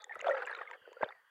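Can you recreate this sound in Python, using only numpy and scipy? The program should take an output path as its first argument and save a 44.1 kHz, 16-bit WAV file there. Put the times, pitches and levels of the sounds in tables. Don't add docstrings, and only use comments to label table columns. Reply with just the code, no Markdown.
import sys
import numpy as np
from scipy import signal
from scipy.fft import rfft, irfft
from scipy.io import wavfile

SR = 44100
rng = np.random.default_rng(int(sys.argv[2]) if len(sys.argv) > 2 else 0)


def pcm_store(signal):
    levels = np.round(np.clip(np.atleast_2d(signal), -1, 1) * 32767)
    wavfile.write(sys.argv[1], SR, levels.astype(np.int16).T)


def natural_amplitude(level_db):
    exponent = np.asarray(level_db, float) / 20
    return 10 ** exponent


N = 57330


def rms_one(x):
    return x / np.sqrt(np.mean(x ** 2) + 1e-20)


def in_time(rows):
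    s, *columns = np.transpose(rows)
    return [np.interp(np.arange(N) / SR, s, column) for column in columns]


def at_hz(points, hz):
    curve_hz, curve_db = np.transpose(points)
    return np.interp(np.log(hz), np.log(curve_hz), curve_db)


def filtered(x, order, hz, kind="low"):
    return signal.sosfilt(signal.butter(order, hz, kind, fs=SR, output="sos"), x)


def ring(clicks, hz, t60):
    r, w = natural_amplitude(-60 / (t60 * SR)), 2 * np.pi * hz / SR
    return signal.lfilter([0, np.sin(w)], [1, -2 * r * np.cos(w), r * r], clicks + 1e-18)


def add(out, s, db, hz, t60, rise):
    t60 = max(t60, 0.002)
    t, start = np.arange(int(t60 * SR)) / SR, int(s * SR)
    shape = (1 - np.exp(-(t / rise) ** 2)) * natural_amplitude(-60 * t / t60)
    wave = shape / shape.max() * np.sin(2 * np.pi * hz * t)
    out[start:start + len(t)] += natural_amplitude(db) * wave[:max(N - start, 0)]


def clicks_at(events):
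    out = np.zeros(N)
    for s, db in events:
        out[int(s * SR)] = natural_amplitude(db)
    return out


def grains(per_s, spread_db):
    sizes = natural_amplitude(spread_db * np.minimum(rng.exponential(1, N), 4)) * rng.choice([-1, 1], N)
    return sizes * (rng.random(N) < per_s / SR)


def clumps():
    settle = 4000
    return rms_one(filtered(rng.standard_normal(N + settle), 2, 48)[settle:])


def band(hz, width_hz):
    slow = filtered(rng.standard_normal((2, N)), 4, width_hz / 2)
    phase = 2 * np.pi * np.cumsum(hz * np.ones(N)) / SR
    return rms_one(slow[0] * np.cos(phase) + slow[1] * np.sin(phase))


def hiss():
    # f/Hz, level/dB
    colour = [(30, -13), (400, -9), (1500, 2.5), (5500, -12), (15500, -11.5)]
    hz = np.maximum(np.arange(N // 2 + 1) * SR / N, 1)
    spectrum = rfft(rng.standard_normal(N)) * natural_amplitude(at_hz(colour, hz))
    return natural_amplitude(-80.5) * rms_one(irfft(spectrum, N))


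def far_water():
    # t/s, sliding band f/Hz, its level/dB, upper band level/dB
    moving = [(0, 3713, -58.5, -69), (.06, 3500, -80.5, -107), (.4, 3656, -77, -84), (.62, 3556, -76, -102),
              (.8, 3050, -72.5, -94), (.9, 2910, -68.5, -82), (1.1, 2950, -98.5, -84),
              (1.3, 3160, -79.5, -98)]
    # f/Hz, width/Hz, level/dB
    steady = [(1100, 440, -78), (1728, 490, -72.5)]
    sliding_hz, sliding_db, upper_db = in_time(moving)
    rush = sum(natural_amplitude(db) * band(hz, width_hz) for hz, width_hz, db in steady)
    rush = rush + natural_amplitude(sliding_db) * band(sliding_hz, 540)
    return rush + natural_amplitude(upper_db) * band(4615, 390)


def swarm(level_db):
    # f/Hz, level/dB
    pitch_levels = [(350, -39), (600, 0.5), (1680, 3), (2910, -13), (3900, -24.5), (5000, -32.5),
                    (6500, -68), (11000, -120)]
    clicks, dealt = grains(3000, 3), rng.integers(0, 30, N)
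    crowd = np.zeros(N)
    for k, hz in enumerate(np.geomspace(650, 4600, 30)):
        rung = ring(ring(clicks * (dealt == k), hz, 74 / hz), hz, 3.6 / hz)
        crowd += natural_amplitude(at_hz(pitch_levels, hz)) * hz ** 2 * rung
    fine, dealt = grains(1100, 1.3), rng.integers(0, 8, N)
    fizz = np.zeros(N)
    for k, hz in enumerate(np.geomspace(4800, 9500, 8)):
        fizz += natural_amplitude(-1.5 * k) * ring(ring(fine * (dealt == k), hz, 0.0029), hz, 0.0022)
    clumped = natural_amplitude(level_db + 4 * clumps())
    return clumped * (natural_amplitude(-1.5) * rms_one(crowd) + natural_amplitude(-35) * rms_one(fizz))


def cavity(level_db):
    cavity_hz, free_start_s, free_t60_s = 505, 0.322, 0.25
    hum = ring(ring(grains(270, 2.3), cavity_hz, 0.024), cavity_hz, 0.0047)
    t = np.maximum(np.arange(N) / SR - free_start_s, 0)
    sinking = 2 * np.pi * cavity_hz * 1.09 * t * (1 - 0.0918 * t / free_t60_s)
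    swell = 1 - np.exp(-(t / 0.0072) ** 2)
    free = natural_amplitude(-29 - 60 * t / free_t60_s) * swell * np.sin(sinking + 0.5 * clumps())
    return natural_amplitude(level_db - 0.5) * rms_one(hum) + free * natural_amplitude(3.5 * clumps())


def bubbles():
    # t/s, peak level/dB, f/Hz, length/s
    clear = [(0.0138, -57, 843, 0.06), (0.1088, -40.5, 835, 0.01), (0.1658, -41, 580, 0.0089),
             (0.2249, -37, 573, 0.0086), (0.2425, -38, 562.4, 0.055), (0.2679, -23.0, 701, 0.017),
             (0.2865, -19.5, 603, 0.013), (0.2953, -24.5, 566, 0.012), (0.3049, -24.5, 555.4, 0.034),
             (0.3435, -42.7, 844, 0.037), (0.3706, -38, 834, 0.024), (0.4204, -45, 497, 0.053),
             (0.4206, -42.5, 790, 0.009), (0.4407, -43, 800, 0.02), (0.502, -45, 930, 0.024),
             (0.6112, -35, 650, 0.0045), (0.7127, -42, 940, 0.018), (0.8757, -36.5, 490, 0.0046),
             (0.9177, -41, 456, 0.0055), (0.9288, -54, 970, 0.021), (0.9668, -46.5, 510, 0.016),
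             (1.0239, -35.5, 573, 0.02), (1.0908, -50.5, 802, 0.028),
             (0.03, -54, 1257, 0.018), (0.1545, -38.9, 1300, 0.015), (0.193, -47.5, 1303, 0.016),
              (0.2445, -34.7, 1450, 0.0042), (0.2827, -28.8, 1084, 0.005), (0.2945, -30.5, 1383, 0.02),
              (0.328, -40.5, 1314, 0.02), (0.344, -36, 1326, 0.017), (0.3677, -45, 1268, 0.051),
              (0.398, -44.5, 1350, 0.013), (0.3987, -49, 1185, 0.032), (0.4125, -41.5, 1530, 0.005),
              (0.4204, -34, 1485, 0.015), (0.433, -35.5, 1530, 0.0028), (0.4457, -62, 1504, 0.011),
              (0.469, -47.5, 1026, 0.019), (0.494, -44, 1313, 0.024), (0.5146, -40.5, 1144, 0.0086),
              (0.5357, -42, 1121, 0.0027), (0.549, -41.1, 1383, 0.017), (0.5756, -50, 1070, 0.032),
              (0.588, -41, 1400, 0.018), (0.6167, -32.5, 1186, 0.0069), (0.6631, -54, 1600, 0.013),
              (0.6639, -51.5, 1230, 0.037), (0.7, -48, 1216, 0.013), (0.854, -51.6, 1485, 0.017),
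              (0.968, -51, 1390, 0.027), (1.089, -42, 1473, 0.0053), (1.1068, -40.5, 1180, 0.0035),
             (0.0414, -43, 1883, 0.0095), (0.0947, -39.5, 1842, 0.017), (0.109, -40.5, 1776, 0.037),
              (0.1195, -52, 1700, 0.016), (0.1222, -43, 2100, 0.015), (0.1277, -46, 1880, 0.009),
              (0.146, -51, 1944, 0.042), (0.155, -42, 1640, 0.0044), (0.192, -42.5, 1990, 0.011),
              (0.203, -38, 2600, 0.0022), (0.2134, -37, 2090, 0.0054), (0.3104, -28.5, 1853, 0.017),
              (0.3225, -35, 1910, 0.014), (0.3523, -38, 1630, 0.015), (0.3719, -40, 1690, 0.0071),
              (0.4231, -32.5, 1750, 0.0018), (0.468, -42.5, 1800, 0.005), (0.4721, -44, 2360, 0.015),
              (0.4728, -37.5, 1660, 0.019), (0.4853, -36, 1818, 0.006), (0.4961, -37, 1680, 0.0076),
              (0.5016, -43.5, 1850, 0.012), (0.5123, -37.5, 1608, 0.018), (0.5268, -46.5, 1810, 0.037),
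              (0.5275, -33, 1630, 0.0065), (0.5483, -46.6, 1630, 0.011), (0.5486, -44, 2230, 0.0078),
              (0.559, -50, 1800, 0.012), (0.5872, -50, 1870, 0.014), (0.5877, -46, 2350, 0.0089),
              (0.6131, -38.5, 1820, 0.013), (0.6212, -47, 1800, 0.0079), (0.631, -43, 1650, 0.013),
              (0.6543, -46.4, 1743, 0.0085), (0.6742, -42.0, 2113, 0.017), (0.712, -38, 1910, 0.0055),
              (0.7319, -51.5, 2180, 0.022), (0.7326, -47.5, 1776, 0.023), (0.7337, -47.5, 1620, 0.012),
              (0.818, -60, 1577, 0.029), (1.0126, -39, 1569, 0.041), (1.0316, -35.5, 2010, 0.01),
              (1.0356, -29.5, 1660, 0.0086), (1.0945, -50, 1760, 0.0074), (1.1056, -53, 1886, 0.027),
              (1.124, -47, 1830, 0.0061), (1.1226, -49, 2036, 0.015), (1.148, -61.5, 1910, 0.027),
              (1.1674, -65, 1820, 0.081),
             (0.066, -55.5, 815, 0.016), (0.094, -50, 785, 0.023), (0.159, -39, 410, 0.0068),
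              (0.192, -49.5, 568, 0.013), (0.752, -47.5, 522, 0.011), (0.888, -45.5, 394, 0.0062),
              (1.0085, -33.5, 493, 0.0089), (1.0258, -36, 2080, 0.0041), (1.042, -37.5, 596, 0.015),
              (1.06, -37, 500, 0.0088), (1.0824, -46, 713, 0.0087)]
    # t/s, peak level/dB, f/Hz
    small = [(0.019, -56.5, 4300), (0.042, -46, 3525), (0.193, -56, 3760), (0.2075, -41.5, 2760),
             (0.2811, -42, 3400), (0.4513, -45, 2740), (0.5358, -53, 3700), (0.5497, -46, 3970),
             (1.041, -47, 3530), (1.044, -45.5, 3124), (0.3603, -61, 4680), (0.5135, -56.5, 4140),
             (0.5648, -52, 3670), (1.0888, -50.5, 3560)]
    small_s = 0.0086
    skew, sag = 0.34, 0.015
    out = np.zeros(N + SR)
    for s, db, hz, length in clear + [(*row, small_s) for row in small]:
        start, count = int(s * SR), int(length * SR)
        u = np.arange(count) / count
        swell = np.sin(np.pi * u ** skew) ** 2
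        tone = np.sin(2 * np.pi * hz * length * u * (1 + sag * (1 - u)))
        out[start:start + count] += natural_amplitude(db) * swell * tone
    wobble = rms_one(filtered(rng.standard_normal(N), 2, 300))
    return out[:N] * natural_amplitude(1.5 * wobble)


def ticks():
    # t/s, peak level/dB, f/Hz
    bursts = [(0.021, -56.5, 6340), (0.0423, -41, 6940), (0.192, -54.5, 6650), (0.2132, -44, 6870),
              (0.294, -54, 6650), (0.316, -59, 7700), (0.269, -67, 6500), (0.3, -58, 5800),
              (0.337, -61, 5740), (0.577, -63, 7500), (0.6975, -72, 6300), (0.418, -70.5, 8400),
              (0.4582, -50.5, 7620), (0.4661, -51, 7170), (0.5094, -60, 9060), (0.552, -62.5, 6900),
              (0.7129, -57.5, 7080), (0.9297, -60.5, 6700), (1.0157, -69, 6730)]
    # t/s, peak level/dB
    wall_snaps = [
        (0.466, -40),
        (0.55, -27.5),
        (0.7124, -33),
        (0.93, -39),
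        (1.017, -52),
        (1.0885, -45),
    ]
    # t/s, peak level/dB
    thin_cracks = [
        (0.1487, -48),
        (0.1556, -46.5),
        (0.435, -59),
        (0.468, -47),
        (1.0147, -59),
        (0.509, -70),
    ]
    out, thin = np.zeros(N), np.zeros(N)
    for s, db, hz in bursts:
        add(out, s, db, hz, t60=0.0058, rise=0.0004)
        thin[int(s * SR) + 20] = natural_amplitude(db + 2.5)
    out += 2 * filtered(thin, 3, [4366, 8000], "band")
    out += 4 * filtered(clicks_at(wall_snaps), 3, [1220, 3130], "band")
    return out + 2 * filtered(clicks_at(thin_cracks), 3, [5800, 12000], "band")


def water_pushes(stir_db):
    # t/s, peak level/dB
    shoves = [
        (0.164, -66),
        (0.208, -65.5),
        (0.272, -63.5),
        (0.44, -70.5),
        (0.813, -67),
    ]
    puffs = clicks_at(shoves) * natural_amplitude(-1.5)
    r = natural_amplitude(-60 / (0.055 * SR))
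    fade = signal.lfilter([1], [1, -r], puffs)
    soft_start = signal.lfilter([1], [1, -r ** 6], puffs)
    rumble = rms_one(filtered(rng.standard_normal(N), 3, 210))
    return rumble * (fade - soft_start + natural_amplitude(0.5 * stir_db - 63.5))


def knock():
    # f/Hz, level/dB, t60/s
    modes = [
        (130, -24, 0.023),
        (272, -24, 0.028),
        (631, -4, 0.029),
        (860, 2.5, 0.0087),
        (1337, -18, 0.012),
    ]
    out = np.zeros(N)
    for hz, db, t60 in modes:
        add(out, 1.0315, db - 18, hz, t60, rise=0.36 / hz)
    return out


def scene():
    # t/s, swarm level/dB, cavity level/dB
    stir = [(0, -51, -69), (.06, -103, -69.5), (.12, -56, -65), (.185, -58, -63.5), (.25, -46.5, -45),
            (.33, -45.5, -49.5), (.43, -49, -52.5), (.62, -47.5, -53.5), (.645, -59, -64.5),
            (.75, -58, -58.5), (.78, -71, -68.5), (.95, -68.5, -64), (1.0, -60, -65.5), (1.035, -45, -35.5),
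            (1.06, -56.5, -60), (1.125, -58.5, -66.5), (1.14, -66.5, -76), (1.3, -89.5, -99)]
    swarm_db, cavity_db = in_time(stir)
    water = far_water() + swarm(swarm_db) + cavity(cavity_db) + bubbles()
    water = filtered(water, 6, 402, "high")
    blows = filtered(water_pushes(swarm_db) + knock(), 2, 95, "high")
    return (hiss() + water + ticks() + blows)[None]


def top_cut(x):
    return signal.sosfilt(signal.butter(12, 15670, fs=SR, output="sos"), x)


def record(dry):
    return top_cut(dry)


dry = scene()
out = record(dry)
pcm_store(out)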